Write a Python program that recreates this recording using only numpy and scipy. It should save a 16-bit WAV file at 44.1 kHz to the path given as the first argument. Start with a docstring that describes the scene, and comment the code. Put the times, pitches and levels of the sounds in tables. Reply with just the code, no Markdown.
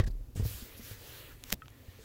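"""In a parked car, over low cabin rumble and faint hiss, a glove box lid thumps shut: struck modes and noise.
Loose parts rattle and the dashboard shudders: band noise and low decaying sines.
A sleeve then rubs along the seat, patchy shaped noise, while soft bumps reach the hand-held phone.
Late on, fingers shift on its case: clicks of band noise and ringing, a short hissing slide, a hollow tap."""
import sys
import numpy as np
from scipy import signal
from scipy.fft import rfft, irfft
from scipy.io import wavfile
from scipy.ndimage import uniform_filter1d

SR = 44100
rng = np.random.default_rng(int(sys.argv[2]) if len(sys.argv) > 2 else 0)


def boost_factor(decibels):
    """Convert a level in decibels to a linear amplitude factor."""
    exponent = np.asarray(decibels, float) / 20
    return 10 ** exponent


def dump(signal):
    """Clip the signal to [-1, 1] and save it as 16-bit WAV at the path in sys.argv[1]."""
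    limited = np.clip(np.atleast_2d(signal).T, -1, 1)
    pcm = np.round(limited * 32767).astype(np.int16)
    wavfile.write(sys.argv[1], SR, pcm)


N = 90140

# cabin rumble spectrum, relative: (frequency [Hz], density [dB per Hz])
CABIN_SPECTRUM = [(15, -19), (25, -3), (130, -1.5), (165, -20), (270, -8.5), (350, -19), (460, -18),
                  (1000, -38)]
# microphone hiss spectrum, relative: (frequency [Hz], density [dB per Hz])
HISS_SPECTRUM = [(410, -1), (1440, -10.5), (5800, -22.5), (13000, -12), (15700, -32), (16100, -59)]
# sleeve rubbing, rms of each range: (time [s], treble level [dB], mid level [dB])
RUB_LEVELS = [(0.351, -59.5, -96), (.365, -49, -55), (.4, -50.5, -56.5), (0.428, -56, -60),
              (.46, -45, -57.5), (.52, -46.5, -56.5), (.65, -51, -57.5), (.76, -58, -57), (.78, -50, -66),
              (.805, -58.5, -58.5), (.85, -50.5, -59), (.92, -51, -54), (.96, -58.5, -58),
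              (1.08, -51.5, -54), (1.25, -56.5, -54), (1.33, -61, -59), (1.375, -66, -67.5),
              (1.44, -65, -63), (1.503, -50.5, -56.5), (1.575, -75.5, -75), (1.7, -69.5, -67),
              (2.04, -62, -61.5)]
# treble range of the rub, relative: (frequency [Hz], density [dB per Hz])
RUB_TREBLE_SPECTRUM = [(1760, -13), (3000, -1), (4630, 2), (12000, 2.5), (15700, 4.5), (16100, -45)]
# mid range of the rub, relative: (frequency [Hz], density [dB per Hz])
RUB_MID_SPECTRUM = [(150, -21), (260, 0), (460, 6.5), (730, -3), (1720, 3), (2530, 1.5), (4420, -5),
                    (6500, -31)]
# finger clicks on the case: (time [s], level [dB], ring [Hz], snap spread [ratio round the ring])
CLICKS = [(1.4385, -29, 7000, 2.6), (1.502, -36, 12500, 14), (1.504, -28, 5500, 8),
          (1.5147, -40, 2600, 2.5), (1.519, -34, 2000, 4), (1.5228, -21.5, 3600, 6),
          (1.525, -22.5, 1850, 5), (1.5266, -12, 13500, 8), (1.6585, -48, 2100, 1.7),
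          (1.6819, -39, 2300, 2.6), (1.7035, -51, 11500, 2)]
# fingertip slide on the case: (time [s], length [s], level [dB])
SLIDES = [(1.531, .014, -39)]
# modes of a tapped hollow plastic part: (frequency [Hz], relative level [dB], t60 [s])
TAP_MODES = [(1290, 0, .075), (1500, -3, .03), (1850, -6, .03), (2600, -10, .03), (3200, -10, .025)]
# clatter of loose parts as the lid settles: (time [s], length [s], level [dB], centre [Hz])
RATTLES = [(0.036, 0.019, -54, 1800), (0.0635, 0.026, -52, 1700), (0.073, 0.022, -58, 4700),
           (.104, .022, -64, 4400)]
# soft bumps and shudders: (time [s], level [dB], frequency [Hz], t60 [s])
BUMPS = [(.032, -20, 46.5, 0.12), (0.055, -22, 39.8, 0.13), (0.075, -24.5, 98, 0.057),
         (0.098, -28.5, 36, 0.6), (.148, -35, 35.6, 0.15), (0.207, -37, 44.2, 0.36),
         (0.286, -40.5, 45, 0.31), (0.357, -25, 112, 0.023), (.374, -28.5, 90.5, 0.13),
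         (0.3957, -20.5, 102, 0.078), (0.405, -21.5, 99, 0.03), (0.423, -21, 60, 0.18),
         (0.451, -21.5, 106.5, 0.12), (.508, -38, 97.5, 0.19), (.543, -38, 60, 0.21),
         (0.623, -37.5, 48.4, 0.11), (0.621, -40.5, 235, 0.056), (.795, -39, 234, 0.066),
         (0.912, -33.5, 103, 0.11), (1.332, -43.5, 46, 0.16), (1.5264, -15.5, 144, 0.015),
         (1.533, -31, 61.7, 0.054), (1.884, -40, 88.5, 0.11), (1.989, -49, 452, 0.062)]
# overtones of a bump: (frequency [Hz], relative level [dB], t60 [s])
BUMP_MODES = [(217, -10.5, 0.02), (403, -17.5, 0.017), (579, -36, 0.034)]
# lid blow and rebound: (time [s], level [dB], contact of four time constants [ms])
LID_BLOWS = [(-0.003, -16.5, 0.43), (0.002, -17.5, 0.95)]
# modes of lid and dashboard: (frequency [Hz], relative level [dB], t60 [s])
LID_MODES = [(103.4, 3, 0.047), (198, -11, 0.036), (433, -2.5, 0.017), (1190, -14, 0.0056),
             (1860, -12, 0.019), (3260, -23, 0.0073)]

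CABIN_DB, HISS_DB = -55, -69
RUB_PATCH_DB, RUB_PATCHES_PER_S = 2.5, 14
SCRAPE_HZ, SCRAPE_DB, SCRAPE_FLICKER_DB = 1850, -13, 4  # SCRAPE_DB is relative to the mid range
CLICK_SNAP_DB, CLICK_RING_DB = 4, -4  # relative to the click
CLICK_SNAP_T60_S, CLICK_RING_T60_S = 0.003, 0.0045
TAP_S, TAP_DB, TAP_RISE_T60_S = 1.6196, -42, 0.001
BUMP_RISE_CYCLES, BUMP_SCUFF_T60_S = 0.14, 0.059
LID_CHATTER_DB, LID_RATTLE_DB = -6, -15.5  # relative to the blow
LID_RATTLE_T60_S, LID_RATTLE_TOP_HZ = 0.077, 3030
MIC_DIP_HZ, MIC_DIP_WIDTH_HZ, MIC_DIP_SHARE = 9100, 3050, 0.44


def unit(x):
    """Scale to rms 1."""
    return x / np.sqrt(np.mean(x ** 2))


def colour(x, points):
    """Shape by (Hz, dB) points, then scale to rms 1."""
    hz, db = np.array(points, float).T
    bin_hz = np.maximum(np.arange(len(x) // 2 + 1) * SR / len(x), 1)
    gain_db = np.interp(np.log(bin_hz), np.log(hz), db)
    return unit(irfft(rfft(x) * boost_factor(gain_db), len(x)))


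def walk(rate_hz):
    """Random levels drawn rate_hz times a second and joined by ramps; rms near 1."""
    hold = int(SR / rate_hz)
    steps = np.repeat(rng.standard_normal(N // hold + 1), hold)
    return unit(uniform_filter1d(steps, hold)[:N])


def fade(t, t60_s):
    """Decay by 60 dB in t60_s."""
    return np.exp(-np.log(1000) * t / t60_s)


def ring(t, modes):
    """Sum of decaying sines."""
    return sum(boost_factor(db) * np.sin(2 * np.pi * hz * t) * fade(t, t60_s) for hz, db, t60_s in modes)


def burst(t, t60_s):
    """Decaying white noise."""
    return rng.standard_normal(len(t)) * fade(t, t60_s)


def stir(t, modes, noise):
    """Drive modes with noise scaled to unit energy."""
    return signal.fftconvolve(ring(t, modes), noise)[:len(t)] / np.sqrt(np.sum(noise ** 2))


def band(x, hz, spread):
    """Band-pass from hz / spread to hz * spread, 17 kHz at most."""
    edges_hz = [hz / spread, min(hz * spread, 17000)]
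    return signal.sosfilt(signal.butter(2, edges_hz, "band", fs=SR, output="sos"), x)


def add(out, s, x):
    """Mix x in from time s; what lies outside the scene is lost."""
    i = int(s * SR)
    x = x[max(-i, 0):N - i]
    out[max(i, 0):max(i, 0) + len(x)] += x


def cabin():
    """Outside rumble booming in the cabin, and the microphone's hiss: steady shaped noise."""
    boom = colour(rng.standard_normal(N), CABIN_SPECTRUM)
    hiss = colour(rng.standard_normal(N), HISS_SPECTRUM)
    return boost_factor(CABIN_DB) * boom + boost_factor(HISS_DB) * hiss


def sleeve():
    """Cloth dragging: hiss in two ranges, patchy band by band, and a thin scrape that comes and goes."""
    s, treble_db, mid_db = np.array(RUB_LEVELS).T
    t, out = np.arange(N) / SR, np.zeros(N)
    octave = np.log2(np.maximum(np.arange(N // 2 + 1) * SR / N, 1))  # above 1 Hz
    for db, points in ((treble_db, RUB_TREBLE_SPECTRUM), (mid_db, RUB_MID_SPECTRUM)):
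        spectrum = rfft(colour(rng.standard_normal(N), points))
        patches = np.zeros(N)
        for centre in np.arange(14, 29) / 2:  # overlapping bands, half an octave apart
            weight = np.maximum(1 - 2 * abs(octave - centre), 0)
            patches += irfft(spectrum * weight, N) * boost_factor(RUB_PATCH_DB * walk(RUB_PATCHES_PER_S))
        out += unit(patches) * boost_factor(np.interp(t, s, db, left=-120))
    scrape = band(rng.standard_normal(N), SCRAPE_HZ, 1.07)
    scrape = scrape * boost_factor(SCRAPE_FLICKER_DB * walk(RUB_PATCHES_PER_S))
    return out + unit(scrape) * boost_factor(np.interp(t, s, mid_db, left=-120) + SCRAPE_DB)


def tap():
    """One short push into a hollow part; neighbouring modes start in opposite directions."""
    out, t = np.zeros(N), np.arange(SR // 10) / SR
    body = ring(t, TAP_MODES[::2]) - ring(t, TAP_MODES[1::2])
    add(out, TAP_S, boost_factor(TAP_DB) * body * (1 - fade(t, TAP_RISE_T60_S)))
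    return out


def fingers():
    """Each click is a noise snap round the ring pitch and a short ring; a slide hisses after the loudest."""
    out, t = np.zeros(N), np.arange(SR // 10) / SR
    for s, db, hz, spread in CLICKS:
        crack = burst(t, CLICK_SNAP_T60_S)
        crack[:4] -= 1  # the contact itself: a short push
        snap = band(crack, hz, spread)
        snap = boost_factor(CLICK_SNAP_DB) * snap / np.abs(snap).max()
        add(out, s, boost_factor(db) * (snap + ring(t, [(hz, CLICK_RING_DB, CLICK_RING_T60_S)])))
    grain = rng.standard_normal(N) * boost_factor(2 * walk(700))
    hiss = colour(grain, [(300, -20), (1500, 1)] + RUB_TREBLE_SPECTRUM[2:])
    for s, length_s, db in SLIDES:
        shape = np.sin(np.pi * np.clip(t / length_s, 0, 1))
        start = int(s * SR)
        add(out, s, boost_factor(db) * shape * hiss[start:start + len(t)])
    return out


def bumps():
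    """Padded knocks: a low swing rises within a cycle; scuff noise stirs overtones, more in quicker knocks."""
    out, t = np.zeros(N), np.arange(SR // 2) / SR
    for s, db, hz, t60_s in BUMPS:
        rise = 1 - np.exp(-t * hz / BUMP_RISE_CYCLES)
        swing = rise * ring(t, [(hz, 0, t60_s)])
        overtones = stir(t, BUMP_MODES, burst(t, BUMP_SCUFF_T60_S))
        add(out, s, boost_factor(db) * (swing + 2 * np.sqrt(hz / BUMP_MODES[0][0]) * overtones))
    return out


def rattles():
    """Dense grainy clatter of loose parts, quick to start and slower to die."""
    out, t = np.zeros(N), np.arange(SR // 10) / SR
    grain = unit(rng.standard_normal(N) * boost_factor(1.4 * walk(800)))
    for s, length_s, db, hz in RATTLES:
        noise = grain[int(s * SR):][:len(t)]
        shape = np.sin(np.pi * np.clip(t / length_s, 0, 1) ** 0.5)
        clatter = 0.78 * unit(band(noise, hz, 1.12)) + unit(band(noise, hz, 4.7))
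        add(out, s, boost_factor(db) * shape * clatter)
    return out


def lid():
    """Blow and opposite rebound, duller for softer contact, drive the lid's modes; chatter and rattle follow."""
    out, t = np.zeros(N), np.arange(SR // 2) / SR
    for direction, (s, db, contact_ms) in zip((-1, 1), LID_BLOWS):
        push = np.exp(-t[:400] / (contact_ms / 4000))
        body = np.convolve(ring(t, LID_MODES), push / push.sum())[:len(t)]
        noise = burst(t, LID_RATTLE_T60_S)
        chatter = stir(t, LID_MODES[1:], noise)
        rattle = signal.lfilter(*signal.butter(2, LID_RATTLE_TOP_HZ, fs=SR), noise)
        blow = body + boost_factor(LID_CHATTER_DB) * chatter + boost_factor(LID_RATTLE_DB) * rattle
        add(out, s, direction * boost_factor(db) * blow)
    return out


def scene():
    """All sources at the phone, one channel."""
    return (cabin() + sleeve() + tap() + fingers() + bumps() + rattles() + lid())[None]


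def low_pass(x):
    """Removes everything above the highest recorded frequency."""
    return signal.sosfilt(signal.butter(12, 16680, fs=SR, output="sos"), x)


def record(dry):
    """The microphone port dips in the treble; the phone cuts the top."""
    peak = signal.iirpeak(MIC_DIP_HZ, MIC_DIP_HZ / MIC_DIP_WIDTH_HZ, fs=SR)
    dipped = dry - MIC_DIP_SHARE * signal.lfilter(*peak, dry)
    top_cut = signal.ellip(8, 0.2, 70, 16500, fs=SR, output="sos")
    mix = signal.sosfilt(top_cut, dipped)
    return low_pass(mix)


dry = scene()
out = record(dry)
dump(out)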